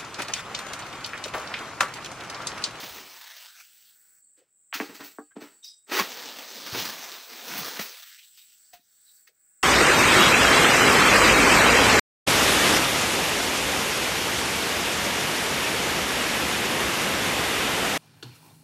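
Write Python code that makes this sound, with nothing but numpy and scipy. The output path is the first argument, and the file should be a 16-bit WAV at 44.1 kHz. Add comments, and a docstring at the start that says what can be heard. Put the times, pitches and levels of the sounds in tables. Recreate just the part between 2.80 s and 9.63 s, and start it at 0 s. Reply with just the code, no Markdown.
"""A sickle on a long pole cuts a frond from an oil palm in a plantation full of insects.
One frond settles on the ground; the pole knocks, the blade bites, squeaks and tears through the next stalk,
and that frond slides down through the leaves and lands in two swishes before the blade is hooked on again.
Leaves and fibres are grains of noise shaped in bands; knocks are dispersed pulses, creaks wavering tones,
thuds narrow noise; insects and air are coloured noise whose level dips briefly."""
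import sys
import numpy as np
from scipy import signal
from scipy.fft import rfft, irfft, next_fast_len
from scipy.io import wavfile
from scipy.ndimage import uniform_filter1d

SR = 44100
rng = np.random.default_rng(int(sys.argv[2]) if len(sys.argv) > 2 else 0)


def put_to_file(sound):
    """Save the sound as 16-bit audio at rate SR, in the file named by the first command-line argument."""
    columns = np.atleast_2d(sound).T  # one column per channel
    safe = np.clip(columns, -1, 1)
    whole_steps = np.round(safe * 32767)
    wavfile.write(sys.argv[1], SR, whole_steps.astype(np.int16))


N = 301131
TIME_S = np.arange(N) / SR
FFT_SIZE = next_fast_len(N + SR, True)
FREQ_HZ = np.maximum(np.fft.rfftfreq(FFT_SIZE, 1 / SR), 1)

# relative spectra of leaves, fibres, air hiss, still ground noise, insect chorus: (frequency [Hz], density [dB])
LEAF_COLOUR = [(60, 2.5), (300, -0.5), (900, 0.5), (2000, 0), (4200, 1), (6300, -1.5), (7300, -9),
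               (10000, -14.5), (13000, -10), (14000, -7.5), (14800, -2), (15500, -1.5)]
FIBRE_COLOUR = [(60, -2), (160, -8.5), (300, 2.5), (600, -4), (1300, 1), (3000, -3.5), (6200, -6.5),
                (7400, -13.5), (10000, -19.5), (13800, -11), (14700, -12), (15500, -3)]
AIR_COLOUR = [(30, -17), (600, -7.5), (1150, -7), (1450, 7.5), (2200, 1), (3000, -11.5), (6500, -3.5),
              (13500, -4.5), (14600, 6), (15400, 13)]
FLOOR_COLOUR = [(30, -3), (150, 4.5), (500, -2), (1500, -10), (4000, -9), (7000, -15)]
INSECT_COLOUR = [(6400, -47.5), (7100, -14), (7600, -6.5), (7950, -0.5), (8200, -5), (8550, -12),
                 (9200, -28.5), (11000, -39.5)]
# hiss of the plantation air, before dips: (time [s], level [dB])
AIR_LEVEL = [(0, -53), (1.38, -57.5), (1.43, -72), (3.0, -71), (5.9, -60.5), (6.45, -59.5), (6.83, -64)]
# brief dips of the background level, shallower for the hiss: (time [s], depth [dB])
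DIPS = [(1.666, 19.5), (2.54, 5), (3.04, 3.5), (6.02, 19), (6.53, 17)]
# chirps of one cricket, before dips: (time [s], level [dB])
CHIRPS = [(1.06, -68), (1.43, -83), (2.45, -79.5), (2.77, -74.5), (5.858, -75.5), (6.148, -75), (6.38, -72)]
# frond settling, sliding through the crown, landing or being brushed:
# (time [s], level [dB], rise [s], fall [s], leaflet hiss relative to level [dB])
SWISHES = [(0.035, -41.5, 0.063, 0.31, -5.5), (.66, -51.5, 0.33, 0.2, -6), (0.811, -53, 0.038, 0.011, -5),
           (1.08, -63.5, .15, .12, 0.5), (3.44, -41.5, 0.28, 0.54, -8), (3.94, -41.5, 0.19, 0.6, -7.5),
           (3.994, -34, 0.043, .19, -5.5), (4.54, -44.5, 0.037, 0.23, -5.5), (4.811, -35.5, .11, 0.21, -5),
           (5.61, -61, 0.05, 0.16, -0.5), (6.36, -70, .12, .07, 5.5)]
# lowest pitch heard at each rustle level: (level [dB], lowest pitch [Hz])
EDGE_BY_LEVEL = [(-68.5, 3850), (-55.5, 1500), (-52.5, 1150), (-48.5, 520), (-46, 258), (-40.5, 205),
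                 (-35, 118)]
# stalk fibres and dry leaves cracking:
# (time [s], level at the tilt pivot [dB], fall [s], lowest pitch [Hz], tilt [dB per octave])
CRACKS = [(0.034, -34.5, .015, 150, -3), (.08, -40, .006, 500, -3), (.186, -36, .004, 500, -1),
          (.17, -43, .09, 130, -1.5), (1.584, -65, 0.051, 280, 0), (1.945, -24.5, 0.026, 900, 0),
          (1.987, -39.5, 0.11, 300, 0.6), (2.016, -35, 0.035, 190, -2.5), (2.1, -44, 0.032, 170, -4.5),
          (2.155, -43, 0.043, 250, 1.5), (2.21, -38.5, .04, 140, -2), (2.251, -46, .05, 196, 4.5),
          (2.567, -47, 0.027, 200, -5.5), (2.62, -42, 0.05, 168, -2), (2.635, -65.5, 0.1, 2520, 5.5),
          (2.85, -54, 0.024, 2560, 4.5), (3.096, -41, .015, 233, -2), (3.1205, -24.5, 0.017, 281, -3),
          (3.951, -29, 0.029, 205, -2.5), (4.783, -34.5, 0.022, 300, 4.5), (4.969, -30, 0.0085, 900, -1.5),
          (4.996, -25, 0.013, 200, -.5), (5.015, -34.5, 0.043, 398, 3.5), (5.389, -41, 0.0096, 2200, -1.5),
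          (5.579, -55, 0.0089, 1200, 3), (5.723, -56, 0.015, 1998, 1.5), (5.938, -47, 0.023, 1200, 2),
          (6.476, -47.5, .012, 1580, 0.5)]
# resonances of the stalk: (frequency [Hz], width [Hz], boost [dB])
STALK = [(430, 48, 1.5), (1100, 100, -5.5), (1930, 120, 3.5), (2590, 37, 8), (4470, 420, 2.5)]
# tearing in the long pull that severs the stalk: (time [s], level before the pull boost [dB])
PULL = [(3.06, -110), (3.07, -65), (3.128, -31), (3.186, -28), (3.196, -24.5), (3.24, -39)]
# stalks giving way, bumping and meeting the ground: (time [s], level [dB], pitch [Hz], fall [s])
THUDS = [(0.036, -55, 140, 0.09), (.11, -58, 75, .06), (1.584, -62, 410, 0.023), (1.622, -61, 476, 0.0092),
         (1.957, -42.5, 250, 0.012), (3.208, -36, 197, 0.017), (3.932, -42, 112, 0.014),
         (3.959, -44, 247, 0.018), (4.787, -44, 206.4, 0.026), (4.997, -41, 169, 0.016),
         (5.997, -72, 232, 0.014), (6.49, -69, 522, 0.02)]
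# jolts of the pole: (time [s], pulse peak before boom and gain [dB], lowest pitch [Hz], highest pitch [Hz])
KNOCKS = [(1.9271, -21.5, 760, 2980), (2.0003, -17, 224, 2660), (2.096, -49, 267, 2030),
          (2.206, -40, 240, 1900), (2.384, -29, 249, 1600), (2.563, -37, 209, 900),
          (2.616, -43.5, 233, 630)]
# ringing modes of the pole: (frequency [Hz], relative level [dB], 60 dB decay [s])
POLE_MODES = [(296, -2, .12), (385, -4, .1), (450, -7, .14), (790, -4, .12), (1147, -7, .1),
              (1250, -7, .15), (1640, -8, .2), (2272, -10, .11), (2622, -10, .15)]
# blade rubbing and creaking in the stalk:
# (time [s], level [dB], pitch [Hz], opening bend [semitones], rise [s], fall [s])
CREAKS = [(2.518, -56, 1640, -1, 0.005, .005), (2.837, -50, 3760, 0, .005, .052),
          (2.847, -40.5, 4500, 6, .006, .009), (2.878, -44.5, 5000, 0, .011, .034),
          (2.845, -49, 5760, 0, .006, .045), (3.2, -21.5, 1079, 0, 0.0067, 0.0045),
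          (5.59, -57, 3750, 0, .008, 0.028), (5.937, -49.5, 706.5, 0.5, .004, 0.019),
          (6.291, -62, 3880, 0.5, 0.018, 0.04), (6.476, -58, 2186, 0, .003, .006)]

FLOOR_DB = -85.5
DIP_SINK_S, DIP_RECOVER_S = 0.041, 0.076
CHORUS_FIRST_DB, CHORUS_DB = -63, -60  # before and after CHORUS_STEP_S
CHORUS_STEP_S = 1.42
CHIRP_RISE_S, CHIRP_FALL_S = 0.085, 0.1
HANG_S, BREAK_S = CHORUS_STEP_S, 3.22  # the second frond hangs still between these; then the stalk parts
HISS_FALL_RATIO = 1.15  # fine leaflets fall quiet more slowly than the frond
REST_DB = -77.5  # below this the rustle fades out
CRACK_RISE_SHARE = 0.2  # rise / fall time
PULL_EDGE_HZ, PULL_TILT_DB_PER_OCTAVE, PULL_FALL_S = 320, -.5, 0.037
BOOM_HZ, BOOM_WIDTH_HZ, BOOM_DB = 320, 280, 9  # low, hollow part of every knock
CUTOFF_HZ = 15650


def from_db(db):
    """Decibels to gain."""
    return 10 ** (np.asarray(db) / 20)


def rms_one(x):
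    """Scale to unit power."""
    return x / np.sqrt(np.mean(x ** 2) + 1e-20)


def in_time(rows):
    """Interpolate a (time, value) curve at every sample."""
    times_s, values = np.transpose(rows)
    return np.interp(TIME_S, times_s, values)


def colour(points):
    """Gain of a spectrum at every frequency."""
    hz, db = np.transpose(points)
    return from_db(np.interp(np.log(FREQ_HZ), np.log(hz), db))


def resonance_db(hz, width_hz, boost_db):
    """Boost of a resonance at every frequency."""
    return boost_db / (1 + (2 * (FREQ_HZ - hz) / width_hz) ** 2)


def shaped(x, gain):
    """Filter by a frequency response."""
    return irfft(rfft(x, FFT_SIZE) * gain, FFT_SIZE)[:N]


def cut(x, hz, kind, order):
    """Causal Butterworth filter; the tiny offset avoids denormals."""
    return signal.sosfilt(signal.butter(order, hz, kind, fs=SR, output="sos"), x + 1e-18)


def band_pass(x, low_hz, high_hz):
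    """Causal band-pass."""
    return cut(x, [low_hz, high_hz], "band", order=3)


def above(x, edge):
    """Gain of a steep fade-out below an edge in frequency or amplitude."""
    return 1 / np.sqrt(1 + (edge / x) ** 8)


def drift(corner_hz):
    """Slow random wander of unit power."""
    return rms_one(shaped(rng.standard_normal(N), 1 / (1 + (FREQ_HZ / corner_hz) ** 2)))


def patches(hz, rate_hz=14):
    """Random wander between normal knots, quicker in high bands; rate_hz holds at 1 kHz."""
    count = int(rate_hz * (hz / 1000) ** .25 * N / SR) + 2
    knots = rng.standard_normal(count)
    return np.interp(TIME_S, np.linspace(0, TIME_S[-1], count), knots)


def swell(time_s, rise_s, fall_s):
    """Sample span and envelope: Gaussian rise to time_s, exponential fall."""
    start = max(int((time_s - 4 * rise_s) * SR), 0)
    end = min(int((time_s + 10 * fall_s) * SR), N)
    span = slice(start, end)
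    t = TIME_S[span] - time_s
    return span, np.exp(-(np.minimum(t, 0) / rise_s) ** 2 / 2 - np.maximum(t, 0) / fall_s)


def bursts(rows):
    """Power-summed envelope of bursts (time [s], level [dB], rise [s], fall [s])."""
    power = np.full(N, 1e-18)
    for time_s, level_db, rise_s, fall_s in rows:
        span, envelope = swell(time_s, rise_s, fall_s)
        power[span] += (from_db(level_db) * envelope) ** 2
    return np.sqrt(power)


def bands(x, count=26):
    """Yield (centre Hz, signal) of overlapping third-octave bands that sum to the whole."""
    centres_hz = np.geomspace(45, 15000, count)
    spectrum = rfft(x, FFT_SIZE)
    for hz, share in zip(centres_hz, np.eye(count)):
        yield hz, irfft(spectrum * np.interp(FREQ_HZ, centres_hz, share), FFT_SIZE)[:N]


def grains(per_s, spread_db, blur):
    """Tiny snaps of uneven size over noise that stands for countless smaller ones."""
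    sizes = from_db(spread_db * np.minimum(rng.exponential(1, N), 4)) * rng.choice([-1, 1], N)
    snaps = rms_one(sizes * (rng.random(N) < per_s / SR))
    return rms_one(snaps + blur * rng.standard_normal(N))


def grove(x, wet_db, t60_s):
    """Trunks and leaves scatter a short tail, modelled as decaying noise after 4 ms."""
    t = TIME_S[:SR // 2]
    tail = rng.standard_normal(len(t)) * from_db(-60 * t / t60_s) * (t > .004)
    return x + from_db(wet_db) * signal.fftconvolve(x, tail / np.linalg.norm(tail))[:N]


def dips():
    """Background gain: the level sinks quickly and recovers, a few times."""
    loss_db = np.zeros(N)
    for time_s, depth_db in DIPS:
        span, envelope = swell(time_s, DIP_SINK_S, DIP_RECOVER_S)
        loss_db[span] += depth_db * envelope
    return from_db(-loss_db)


def air(dip_share=0.54):
    """A faint hiss of varying level over a steady dull floor, both coloured noise."""
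    hiss = rms_one(shaped(rng.standard_normal(N), colour(AIR_COLOUR)))
    floor = rms_one(shaped(rng.standard_normal(N), colour(FLOOR_COLOUR)))
    hiss_gain = from_db(in_time(AIR_LEVEL)) * dips() ** dip_share
    return hiss_gain * hiss + from_db(FLOOR_DB) * floor


def insects(throb_db=.9, cricket_hz=4500, waver_db=2.0):
    """A throbbing high chorus and one thin, wavering cricket note, both from narrow noise."""
    chorus = shaped(rng.standard_normal(N), colour(INSECT_COLOUR))
    chorus = rms_one(chorus * from_db(throb_db * drift(60)))
    cricket = band_pass(rng.standard_normal(N), cricket_hz - 120, cricket_hz + 120)
    cricket = rms_one(cricket * from_db(waver_db * drift(15)))
    chirps = bursts((time_s, db, CHIRP_RISE_S, CHIRP_FALL_S) for time_s, db in CHIRPS)
    chorus_db = np.where(TIME_S < CHORUS_STEP_S, CHORUS_FIRST_DB, CHORUS_DB)
    return from_db(chorus_db) * chorus + chirps * cricket


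def rustle(flutter_db=-0.65, patchy_db=1.5, edge_patchy_db=2.8):
    """Leaflets slap and slide over one another as grains of noise; quiet rustle has only highs."""
    slaps = grove(grains(per_s=70, spread_db=2.5, blur=0), wet_db=0, t60_s=.03)
    slides = grains(per_s=1800, spread_db=3.0, blur=1.15)
    source = shaped(slides + .4 * slaps, colour(LEAF_COLOUR))
    source = source / np.std(band_pass(source, 2000, 6500))
    hiss_rms = np.std(band_pass(source, 10000, 15500))

    body = bursts(row[:4] for row in SWISHES)
    hiss = bursts((time_s, db + extra_db, rise_s, fall_s * HISS_FALL_RATIO)
                  for time_s, db, rise_s, fall_s, extra_db in SWISHES)
    tips = hiss / hiss_rms
    audible = above(body, from_db(REST_DB))
    edge_hz = np.interp(20 * np.log10(body), *np.transpose(EDGE_BY_LEVEL))

    out = np.zeros(N)
    for hz, band in bands(source):
        # near its lower edge the rustle is patchier
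        spread_db = patchy_db + edge_patchy_db * np.minimum(edge_hz / hz, 1)
        uneven = from_db(spread_db * patches(hz))
        out += band * above(hz, edge_hz) * uneven * (tips if hz > 9000 else body)
    # the second frond hangs still until the pull frees it
    held = uniform_filter1d(1. * (TIME_S > HANG_S) * (TIME_S < BREAK_S), size=900)
    return out * audible * (1 - held) * from_db(flutter_db * drift(13))


def cracks(pivot_hz=2000, pull_boost_db=6.0):
    """Fibres part in quick volleys of snaps, coloured by the woody stalk."""
    snaps = grove(grains(per_s=3500, spread_db=2.0, blur=0.43), wet_db=-6, t60_s=0.091)
    wood = from_db(sum(resonance_db(*row) for row in STALK))
    source = rms_one(shaped(snaps, colour(FIBRE_COLOUR) * wood))

    start_s, end_s = PULL[0][0], PULL[-1][0]
    dying = np.exp(-np.clip(TIME_S - end_s, 0, 1) / PULL_FALL_S)
    pull = from_db(in_time(PULL) + pull_boost_db) * (TIME_S > start_s) * dying

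    out = np.zeros(N)
    for hz, band in bands(source):
        octaves = np.log2(hz / pivot_hz)
        power = (pull * from_db(PULL_TILT_DB_PER_OCTAVE * octaves) * above(hz, PULL_EDGE_HZ)) ** 2
        for time_s, db, fall_s, edge_hz, tilt_db in CRACKS:
            span, envelope = swell(time_s, CRACK_RISE_SHARE * fall_s, fall_s)
            power[span] += (envelope * from_db(db + tilt_db * octaves) * above(hz, edge_hz)) ** 2
        out += band * np.sqrt(power)
    return out


def thuds(rise_s=.004, breadth=1.3):
    """Soft soil and wet wood take each blow with a dull, short rumble of narrow noise."""
    out = np.zeros(N)
    for time_s, db, hz, fall_s in THUDS:
        span, envelope = swell(time_s, rise_s, fall_s)
        noise = rng.standard_normal(len(envelope) + SR)
        rumble = rms_one(band_pass(noise, hz / breadth, hz * breadth))
        out[span] += from_db(db) * envelope * rumble[SR:]  # skip the filter's onset
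    return out


def knocks(spread=0.109, undelayed_hz=3500, ring_db=-44.0, gain_db=4.0):
    """Each jolt runs down the pole as a bending wave, highs ahead of lows, and leaves the tube ringing."""
    jolts = np.zeros(N)
    for time_s, db, low_hz, high_hz in KNOCKS:
        pulse = cut(signal.unit_impulse(SR // 10), high_hz, "low", order=8)
        pulse = cut(pulse, low_hz, "high", order=5)
        jolts[int(time_s * SR):][:len(pulse)] += from_db(db) * pulse / np.abs(pulse).max()
    # bending-wave speed grows with the root of frequency
    cycles = spread * (2 * np.sqrt(FREQ_HZ) - FREQ_HZ / np.sqrt(undelayed_hz))
    boom = from_db(resonance_db(BOOM_HZ, BOOM_WIDTH_HZ, BOOM_DB))
    wave = shaped(jolts, boom * np.exp(-2j * np.pi * cycles))
    t = TIME_S[:SR // 2]
    modes = sum(from_db(db - 60 * t / t60_s) * np.sin(2 * np.pi * hz * t) for hz, db, t60_s in POLE_MODES)
    ringing = from_db(ring_db) * signal.fftconvolve(wave, modes)[:N]
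    return grove(from_db(gain_db) * (wave + ringing), wet_db=-3.5, t60_s=0.093)


def creaks(rough=.03, overtone_db=-21, rasp=.45, bend_s=.01):
    """The blade sticks and slips, bending into a wavering pitch with a rasp around it."""
    out = np.zeros(N)
    for time_s, db, hz, bend_semitones, rise_s, fall_s in CREAKS:
        span, envelope = swell(time_s, rise_s, fall_s)
        waver = drift(300)[span]
        grip = (from_db(2.5 * drift(90)) * (1 + rasp * drift(700)))[span]
        settling = (1 - np.tanh((TIME_S[span] - time_s) / bend_s)) / 2
        pitch_hz = hz * 2 ** (bend_semitones * settling / 12)
        # roughest while the blade presses hardest, then cleaner
        phase = 2 * np.pi * np.cumsum(pitch_hz * (1 + rough * np.cbrt(envelope) * waver)) / SR
        tone = np.sin(phase) + from_db(overtone_db) * np.sin(2 * phase)
        out[span] += from_db(db) * envelope * grip * tone
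    return grove(out, wet_db=-5, t60_s=.06)


def scene():
    """Everything reaches one microphone, alike in both channels."""
    background = air() + dips() * insects()
    mono = background + rustle() + cracks() + thuds() + knocks() + creaks()
    return np.array([mono, mono])


def record(dry):
    """The microphone passes neither the deepest rumble nor the very top."""
    low_cut = cut(dry, 32.0, "high", order=2)
    top_cut = signal.ellip(12, .2, 80, CUTOFF_HZ, fs=SR, output="sos")
    return signal.sosfilt(top_cut, low_cut)


dry = scene()
out = record(dry)
put_to_file(out)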